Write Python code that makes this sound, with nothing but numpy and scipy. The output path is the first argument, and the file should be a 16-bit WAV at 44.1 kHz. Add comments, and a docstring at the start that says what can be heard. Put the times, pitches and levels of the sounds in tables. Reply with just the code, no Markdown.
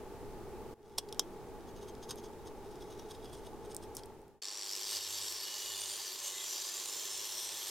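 """Scraping and wire-brushing a casting

In a workshop with droning ventilation, a scraper blade clicks and scratches a label off a cast
aluminium housing. Then an angle grinder scrubs it with a wire wheel: thousands of wire tips a second
strike the casting, in bunches as the wheel turns, and make it ring; the colour shifts from rib to rib."""
import sys
import numpy as np
from scipy import signal
from scipy.fft import rfft, irfft
from scipy.io import wavfile
from scipy.ndimage import uniform_filter1d

SR = 44100
rng = np.random.default_rng(int(sys.argv[2]) if len(sys.argv) > 2 else 0)


def store_pcm(level_fs):
    """Save levels as 16-bit WAV."""
    pcm = np.round(np.clip(level_fs, -1, 1) * 32767).astype(np.int16)
    wavfile.write(sys.argv[1], SR, np.atleast_2d(pcm).T)


N = 339570
TIME = np.arange(N) / SR

# the housing's modes: (frequency [Hz], width [Hz], gain under the blade [dB], gain under the wheel [dB])
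HOUSING_MODES = [(2915, 30, 3.5, -3), (3190, 22, 2, -1), (3360, 70, 3.5, -5), (3385, 16, -2, -8),
                 (3580, 42, -12, -9), (3720, 56, 2.5, -5), (4140, 50, -11, -7), (4790, 45, -7, -7),
                 (4985, 45, -2, -3), (5185, 55, 1.5, -11), (5313, 47, -7, 0), (5691, 60, -1.5, -7),
                 (5890, 24, -3, 2), (6375, 50, 3.5, 1), (6535, 34, -5, -7), (7000, 45, -5, -1),
                 (7375, 30, -8, 3), (8335, 40, 2, -1), (8930, 130, -2, -3), (9404, 39, -5, -5),
                 (10000, 48, -9, -12), (10570, 200, -9, -10), (11386, 45, -10, -1), (12000, 80, -14, -10),
                 (12520, 92, -12, -4.5), (12726, 45, -6, -2), (13351, 50, -17, -11), (13986, 55, -21, -14),
                 (14632, 45, -22, -7)]


def amp(db):
    """Decibels to linear gain."""
    return 10 ** (np.asarray(db) / 20)


def unit_rms(x):
    """Scales to rms 1."""
    return x / np.sqrt(np.mean(x ** 2) + 1e-20)


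def spectrum_at(points, hz):
    """Interpolates an EQ curve on a log-frequency axis."""
    point_hz, db = np.transpose(points)
    return np.interp(np.log(hz + 1), np.log(point_hz + 1), db)


def add(mix, start_s, sound):
    """Drops a sound into the mix."""
    part = mix[round(start_s * SR):][:len(sound)]
    part += sound[:len(part)]


def colour(x, points, size=4096):
    """Minimum-phase EQ with the given curve."""
    log_gain = np.log(amp(spectrum_at(points, abs(np.fft.fftfreq(size, 1 / SR)))))
    taps = np.fft.ifft(np.exp(np.conj(signal.hilbert(log_gain)))).real
    return signal.oaconvolve(x, taps[:size // 2])[:len(x)]


def wander(rate_hz, length=N):
    """A random modulator of rms 1."""
    knots = rng.standard_normal(2048)
    return unit_rms(np.interp(TIME[:length] * rate_hz, np.arange(len(knots)), knots))


def gate(start, end, fade_s):
    """Fades in to 1 around start and out around end."""
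    return np.clip(.5 + np.minimum(TIME - start, end - TIME) / fade_s, 0, 1)


def strikes(per_s, spread_db):
    """Tiny random impacts, a few much larger than the rest."""
    size = amp(spread_db * np.minimum(rng.exponential(1, N), 5))
    return unit_rms(size * rng.choice([-1, 1], N) * (rng.random(N) < per_s / SR))


def mode(x, hz, width):
    """One resonance with a peak gain of 1."""
    r = np.exp(-np.pi * width / SR)
    return 2 * signal.lfilter([1 - r], [1, -r * np.exp(2j * np.pi * hz / SR)], x).real


def steep_band(x, hz, width):
    """A steep resonance at hz, which may be a number or a curve."""
    turn = np.exp(2j * np.pi * np.cumsum(np.broadcast_to(hz, len(x))) / SR)
    r = np.exp(-np.pi * width / SR)
    return (turn * signal.lfilter([(1 - r) ** 2], [1, -2 * r, r * r], x / turn)).real


def ventilation(cut_s=0.74, cut_db=-16.5, fade_from_s=3.955, fade_s=0.46, floor_db=-45):
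    """Air drones in the ducts over a diffuse rumble, a faint hiss and the fan's hum."""
    # EQ of the air's three layers and of its stereo side signal: (frequency [Hz], gain [dB])
    drone_eq = [(100, -27.5), (200, -12.5), (310, -7.5), (365, -2), (420, 1.5), (470, -4), (540, -13.5),
                (760, -13.5), (850, -5), (1000, -20.5), (1150, -18.5), (1800, -39.5), (3000, -40.5),
                (8000, -73.5)]
    rumble_eq = [(10, -2.5), (30, -3.5), (45, -6.5), (100, -6.5), (160, -14), (300, -19.5), (1000, -44)]
    hiss_eq = [(300, -4), (1500, 7.5), (3000, -0.5), (6000, -4.5), (10000, -7), (16000, -11.5)]
    side_eq = [(25, -15), (60, -12.5), (140, 3), (300, -21.5), (1500, -11.5), (5000, -1.5)]
    # the fan's tones: (frequency [Hz], relative level [dB])
    fan_hum = [(137, -61), (187, -60.5), (233, -59)]
    # the room tone starts a little louder, is cut down abruptly, faded back in,
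    # then faded out before the grinder
    opening = np.clip((cut_s - TIME) / 0.0056 + .5, 0, 1)
    fade_in = np.clip(amp(cut_db) + (np.maximum(TIME - cut_s, 0) / 0.5244) ** 1.06, 0, 1)
    fade_out = np.clip(1 - (TIME - fade_from_s) / fade_s, 0, 1) ** 0.84
    level = opening * amp(1.3) + (1 - opening) * fade_in * fade_out + amp(floor_db)
    layers = (drone_eq, -49.5), (rumble_eq, -56.5 + 1.5 * opening), (hiss_eq, -65)
    mid, diffuse = (sum(amp(db) * unit_rms(colour(rng.standard_normal(N), eq)) for eq, db in layers)
                    for _ in range(2))
    side = colour(diffuse, side_eq)
    out = np.array([mid + side, mid - side])
    for hz, db in fan_hum:
        for channel in out:
            cycles = np.cumsum(hz + 1.58 * wander(12)) / SR
            channel += amp(db - 5) * (1 + .5 * wander(4.62)) * np.sin(2 * np.pi * cycles)
    return level * out


def blade_clicks(ring_db=-1.5, light_db=-41.5, light_cut_hz=2200, label_cut_hz=8200, size=8192):
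    """The blade lets go with a snap, skids for a moment, rings the housing and knocks it in the vice."""
    # the blade catches on the casting and slips: (time [s], level over 5 ms [dB], skid decay [s])
    slips = [(0.9786, -47, .003), (0.982, -29, .005), (0.9837, -31.5, 0.0043), (1.088, -54, .004),
             (1.1261, -42.5, 0.0023), (1.146, -57, .001), (1.1946, -24.5, 0.0025), (1.951, -58.5, .003),
             (2.108, -40.5, .003), (2.756, -60, .003), (4.035, -52.5, 0.0023)]
    # the label's glue lets go in thin, bright snaps: (time [s], level over 5 ms [dB], skid decay [s])
    glue_snaps = [(2.158, -56, .001), (2.184, -62, .002), (3.747, -44.5, 0.0017), (3.7655, -39.5, 0.0015),
                  (3.95, -47, 0.0063), (3.968, -40, .002), (4.058, -58, .002), (4.217, -70, .001),
                  (4.281, -69.5, .001)]
    # EQ of a snap: (frequency [Hz], gain [dB])
    snap_eq = [(100, -9), (320, -6), (445, -3.5), (650, -5.5), (900, -6.5), (1900, -18.5), (2700, -11),
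               (3350, -1), (3950, -4), (4800, 0), (5650, 1), (6400, -8), (8000, -7), (11400, -10),
               (13500, -15.5), (16000, -24.5)]
    # the whole part knocks in the vice: (frequency [Hz], t60 [s], level relative to the click [dB])
    knock_modes = [(430, 0.06, -11.5), (870, 0.057, -15), (1080, .04, -16.5)]
    out, t = np.zeros(N), np.arange(size) / SR
    bin_hz = np.fft.rfftfreq(size, 1 / SR)
    # bending waves in the thin blade: the treble arrives first, the rest a little later
    snap = irfft(np.exp(-4j * np.pi * 0.000396 * np.sqrt(bin_hz * 5000)), size)
    # a harder slip moves more of the low body: the low cut drops an octave per 5.5 dB above light_db
    events = [(s, db, skid, light_cut_hz * .5 ** (max(db - light_db, 0) / 5.5)) for s, db, skid in slips]
    events += [(*row, label_cut_hz) for row in glue_snaps]
    for start, db, skid_s, cut_hz in events:
        skid = 0.32 * rng.standard_normal(size) * np.exp(-t / skid_s)
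        force = colour(snap + skid, snap_eq)
        ring = sum(amp(gain) * mode(force, hz, width) for hz, width, gain, _ in HOUSING_MODES)
        low_cut = signal.butter(3, cut_hz, "high", fs=SR, output="sos")
        click = signal.sosfilt(low_cut, force + amp(ring_db) * ring)
        add(out, start, amp(db) * click * np.sqrt(0.005 * SR / np.sum(click ** 2)))
    knock = sum(amp(db - 60 * t / t60) * np.sin(2 * np.pi * hz * t) for hz, t60, db in knock_modes)
    for start, db, _ in slips:
        add(out, start, amp(db) * knock)
    return out


def blade_strokes(from_s=0.83, freed_s=2.4, peel_s=(2.68, 3.5), lifted_s=3.17, to_s=4.1, ring_db=10):
    """Each push drags the edge over the rough casting and nudges it; in between it ticks over bumps."""
    # short pushes under the label: (time [s], level [dB])
    strokes = [(1.688, -62.5), (1.773, -61), (1.828, -55), (1.889, -54.5), (2.035, -55.5), (2.1, -60),
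               (2.109, -44.5), (2.183, -55.5), (2.25, -52), (2.474, -57), (2.655, -66), (2.72, -68),
               (2.817, -56.5), (2.917, -61), (2.996, -59), (3.112, -58), (3.145, -66), (3.248, -59.5),
               (3.29, -65.5), (3.342, -54), (3.381, -59), (3.466, -58.5), (3.655, -61.5), (3.712, -56.5),
               (3.837, -57.5), (3.986, -50)]
    # EQ of the scratching edge: (frequency [Hz], gain [dB])
    scratch_eq = [(100, -17), (1100, 4.5), (2200, -12), (3300, -6), (4600, -3), (6500, -6.5), (7600, -11),
                  (9300, -9.5), (13000, -13), (16000, -24)]
    push = np.sqrt(sum(amp(db) ** 2 * np.exp(-((TIME - s) / .011) ** 2) for s, db in strokes))
    peel = amp(-69.5) * gate(*peel_s, fade_s=.11)  # a steadier rasp while the label peels
    drag = amp(-74.5) * gate(from_s, to_s, fade_s=.05)
    grit = unit_rms(amp(3 * wander(260)))  # the edge sticks and slips, so the grains come in clumps
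    push_force = grit * (push + peel) * strikes(per_s=5400, spread_db=2.5)
    force = push_force + grit * drag * strikes(per_s=900, spread_db=4)
    scratch = colour(force, scratch_eq)
    # every push lands on another spot and favours other modes
    ring = sum(mode(scratch * amp(db + 3 * wander(11)), hz, width) for hz, width, db, _ in HOUSING_MODES)
    # wedged under the stuck label, the blade itself rings
    wedged = colour(push_force, scratch_eq) * gate(0, freed_s, fade_s=.3)
    ring += amp(7) * mode(wedged, hz=6380, width=110)
    scrape = force.std() * unit_rms(scratch + amp(ring_db) * ring)
    thud = amp(-7) * push * unit_rms(steep_band(rng.standard_normal(N), hz=130, width=130))
    # once lifted, the label crinkles with every push
    crinkle = unit_rms(steep_band(grit * rng.standard_normal(N), hz=8650, width=1700))
    label = amp(-6.5) * push * gate(lifted_s, to_s, fade_s=.3) * crinkle
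    return scrape + label + thud


def wheel_contact(turns_per_s=50.4, waver_hz=0.707, throb=0.11, graze_throb=0.29, graze_end_s=4.88):
    """The pulsing grip of the uneven wheel: two proud tufts on opposite sides, never twice alike."""
    angle = 2 * np.pi * np.cumsum(turns_per_s + waver_hz * wander(3)) / SR
    tufts = np.exp(4.1 * np.cos(2 * angle + 0.36 * wander(80))) * amp(wander(100))
    # while the wheel only grazes the part, the tufts strike alone and it throbs deeply
    depth = throb + (graze_throb - throb) * gate(0, graze_end_s, fade_s=.25)
    wobble = 1 + 0.075 * np.cos(angle)
    flutter = amp(0.9 * wander(220))
    contact = abs(1 + depth * (tufts / tufts.mean() - 1)) * wobble * flutter
    return contact / np.sqrt(uniform_filter1d(contact ** 2, size=2205))  # levelled over 50 ms


def wire_wheel(start_s=4.418, bite_s=0.32, trim_db=-0.22, rasp_db=-4.3, ring_db=-5.5):
    """Wire tips strike in bunches as the wheel turns; they rasp and ring the housing."""
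    # how hard the wheel is pressed on: (time [s], level [dB])
    pressure = [(4.44, -43.5), (4.54, -43.7), (4.74, -41.5), (4.86, -42.5), (4.91, -39.5), (4.975, -38.5),
                (4.995, -43), (5.24, -41), (5.39, -42.5), (5.8, -41), (5.875, -43), (5.9, -40.5),
                (6.21, -43.3), (6.28, -39.5), (6.32, -43), (6.52, -41), (6.7, -41.5), (7.45, -40.5),
                (7.58, -41), (7.7, -40)]
    # EQ of the wires' rasp and of its stereo side signal: (frequency [Hz], gain [dB])
    rasp_eq = [(1200, -27), (2500, -5), (3300, 0), (4200, 3), (5000, -2.5), (5900, 3), (6650, -2),
               (7600, 0.5), (9000, -4.5), (9650, -15), (10600, -5.5), (12600, -16.5), (13700, -17.5),
               (16000, -24.5)]
    side_eq = [(100, -27), (3000, -44), (6000, -6), (8500, -11), (10000, -9.5), (15000, 10)]
    press_db = np.interp(TIME, *np.transpose(pressure))
    level = amp(press_db + trim_db)
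    contact = wheel_contact()
    tips, stray_tips = (contact * strikes(per_s=14000, spread_db=2.5) for _ in range(2))
    rasp, stray_rasp = (level * amp(rasp_db) * unit_rms(colour(x, rasp_eq)) for x in (tips, stray_tips))
    # the moving contact crosses each mode's nodes and bellies
    ring = unit_rms(sum(mode(stray_tips * amp(db + 4 * wander(16)), hz, width)
                        for hz, width, _, db in HOUSING_MODES))
    bite = np.clip((TIME - start_s) / bite_s, 0, 1) ** 2  # the ring builds as the wires bite
    metal = level * (amp(ring_db) * bite * ring + ribs(contact) + squeals(contact))
    load_db = press_db - press_db[TIME > start_s].mean()
    mid = rasp + metal + grinder_whirr(contact, stray_tips, load_db) + vice_shake()
    side = colour(stray_rasp, side_eq)  # short waves from the rim reach left and right differently
    attack = np.clip((TIME - start_s) / 0.0019, 0, 1)
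    return np.array([mid + side, mid - side]) * attack


def grinder_whirr(contact, tips, load_db, whirr_db=-56, load_follow=0.65):
    """Motor and wheel whirr, louder under load, and the wire strikes ring the tool's own resonances."""
    # EQ of the low whirr: (frequency [Hz], gain [dB])
    whirr_eq = [(30, -45), (130, -22.5), (260, -17), (330, -6.5), (368, 0.5), (400, -0.5), (520, -7.5),
                (600, -4.5), (710, -10.5), (800, -5.5), (1080, -4.5), (1350, -11.5), (2000, -9),
                (5000, -30.5)]
    # narrow resonances of the running tool: (frequency [Hz], width per filter pass [Hz], level [dB])
    resonances = [(370.9, 14.5, -71.5), (813.4, 25, -71), (1056, 38, -71.5), (1777, 38, -67.5)]
    whirr = unit_rms(colour(np.sqrt(contact) * rng.standard_normal(N), whirr_eq))
    tones = sum(amp(db) * unit_rms(mode(mode(tips, hz, width), hz, width))
                for hz, width, db in resonances)
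    return amp(whirr_db + load_follow * load_db) * whirr + tones


def ribs(contact, scatter=0.3, flicker_db=2.5, trim_db=-0.5):
    """Each rib's close modes pulse with the tufts; they swell, shift and fade as the wires slide by."""
    # the wheel bears on a rib or wall:
    # (start [s], end [s], centre [Hz], cluster width [Hz], relative level [dB])
    clusters = [(4.3, 5.56, 5400, 680, -6), (4.301, 5.38, 7520, 845, -10), (4.3, 5.606, 4576, 380, -7.5),
                (4.872, 5.06, 6200, 200, -14), (4.85, 5.35, 3730, 400, -15), (5.499, 6.05, 7070, 260, -10),
                (5.559, 6.23, 4660, 560, -8.5), (5.7, 5.89, 3560, 190, -8), (5.8, 6.02, 9000, 160, -10),
                (6.2, 7.3, 7160, 380, -7.5), (6.41, 7.26, 6280, 200, -11), (6.448, 6.63, 5660, 654, -7),
                (6.46, 6.85, 4800, 400, -9), (7.151, 7.53, 5550, 700, -7), (7.581, 7.8, 5550, 700, -16),
                (7.283, 7.8, 3340, 700, -15.5), (7.32, 7.53, 9100, 220, -12)]
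    out = np.zeros(N)
    for start, end, hz, width, db in clusters:
        level = gate(start, end, fade_s=0.2)
        on = level > 0
        length = on.sum()
        ring = np.zeros(length)
        for offset in (-1, 0, 1):
            force = rng.standard_normal(length) * amp(flicker_db * wander(30, length))
            mode_hz = hz + width * scatter * (offset + .5 * wander(45, length))
            ring += steep_band(force, mode_hz, 0.41 * width)
        out[on] += amp(db + trim_db) * level[on] * unit_rms(ring * contact[on] ** 1.15)
    return out


def squeals(contact, waver_hz=17, flicker_db=2.8, trim_db=-1):
    """The wires stick and slip in step with one mode, so that it sings a rough, unsteady tone."""
    # the singing modes: (start [s], end [s], frequency [Hz], relative level [dB])
    singing_modes = [(4.68, 5.05, 7400, -22), (4.93, 5.36, 3206, -17), (5.44, 5.89, 2910, -10.5),
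                     (6.219, 6.33, 2940, -12.5), (6.22, 6.36, 9040, -15), (6.33, 6.43, 2036, -13.5),
                     (6.3, 6.46, 3720, -13), (6.45, 6.68, 5900, -9), (6.85, 7.3, 5320, -14),
                     (7.28, 7.52, 5682, -17), (7.298, 7.7, 8332, -16)]
    out = np.zeros(N)
    for start, end, hz, db in singing_modes:
        level = gate(start, end, fade_s=0.09)
        on = level > 0
        cycles = np.cumsum(hz + waver_hz * wander(140, on.sum())) / SR
        tone = np.sin(2 * np.pi * cycles) * contact[on] * amp(flicker_db * wander(70.3, on.sum()))
        out[on] += amp(db + trim_db) * level[on] * unit_rms(tone)
    return out


def vice_shake(shake_hz=94, rest_db=-86):
    """A low, unsteady hum that swells whenever the clamped part shakes."""
    # bouts of shaking: (start [s], end [s], level [dB])
    shakes = [(4.86, 5.37, -71.5), (5.63, 5.92, -73), (7.12, 7.8, -86)]
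    level = amp(rest_db) + sum(amp(db) * gate(start, end, fade_s=0.19) for start, end, db in shakes)
    sway = np.sin(2 * np.pi * np.cumsum(shake_hz + 6 * wander(30)) / SR)
    return level * unit_rms(sway * (1 + 0.4 * wander(22)))


def workshop(x, room_db=-22, t60=0.11, size=16384):
    """The work reaches left and right with slightly different colour, and a faint room tail follows."""
    # stereo balance: (frequency [Hz], left minus right [dB])
    balance = [(100, 3), (3000, -0.5), (5200, -0.5), (5800, 5.5), (7200, -5), (9000, -2), (10000, 5),
               (14000, -4.5)]
    hz, t = np.fft.rfftfreq(N, 1 / SR), np.arange(size) / SR
    channel_db = np.outer([.5, -.5], spectrum_at(balance, hz))
    direct = irfft(rfft(x) * amp(channel_db), N)
    room = rng.standard_normal((2, size)) * amp(-60 * t / t60)
    tail = signal.oaconvolve(x, room / np.linalg.norm(room[0]), axes=1)[:, :N]
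    return direct + amp(room_db) * tail


def scene():
    """The work on the housing in the ventilated room."""
    return workshop(blade_clicks() + blade_strokes() + wire_wheel()) + ventilation()


def record(dry, cutoff_hz=15950):
    """A steep low-pass takes off the highest treble."""
    low_pass = signal.firwin(511, cutoff_hz, window=("kaiser", 9), fs=SR)
    return signal.oaconvolve(dry, low_pass[None], "same")


dry = scene()
out = record(dry)
store_pcm(out)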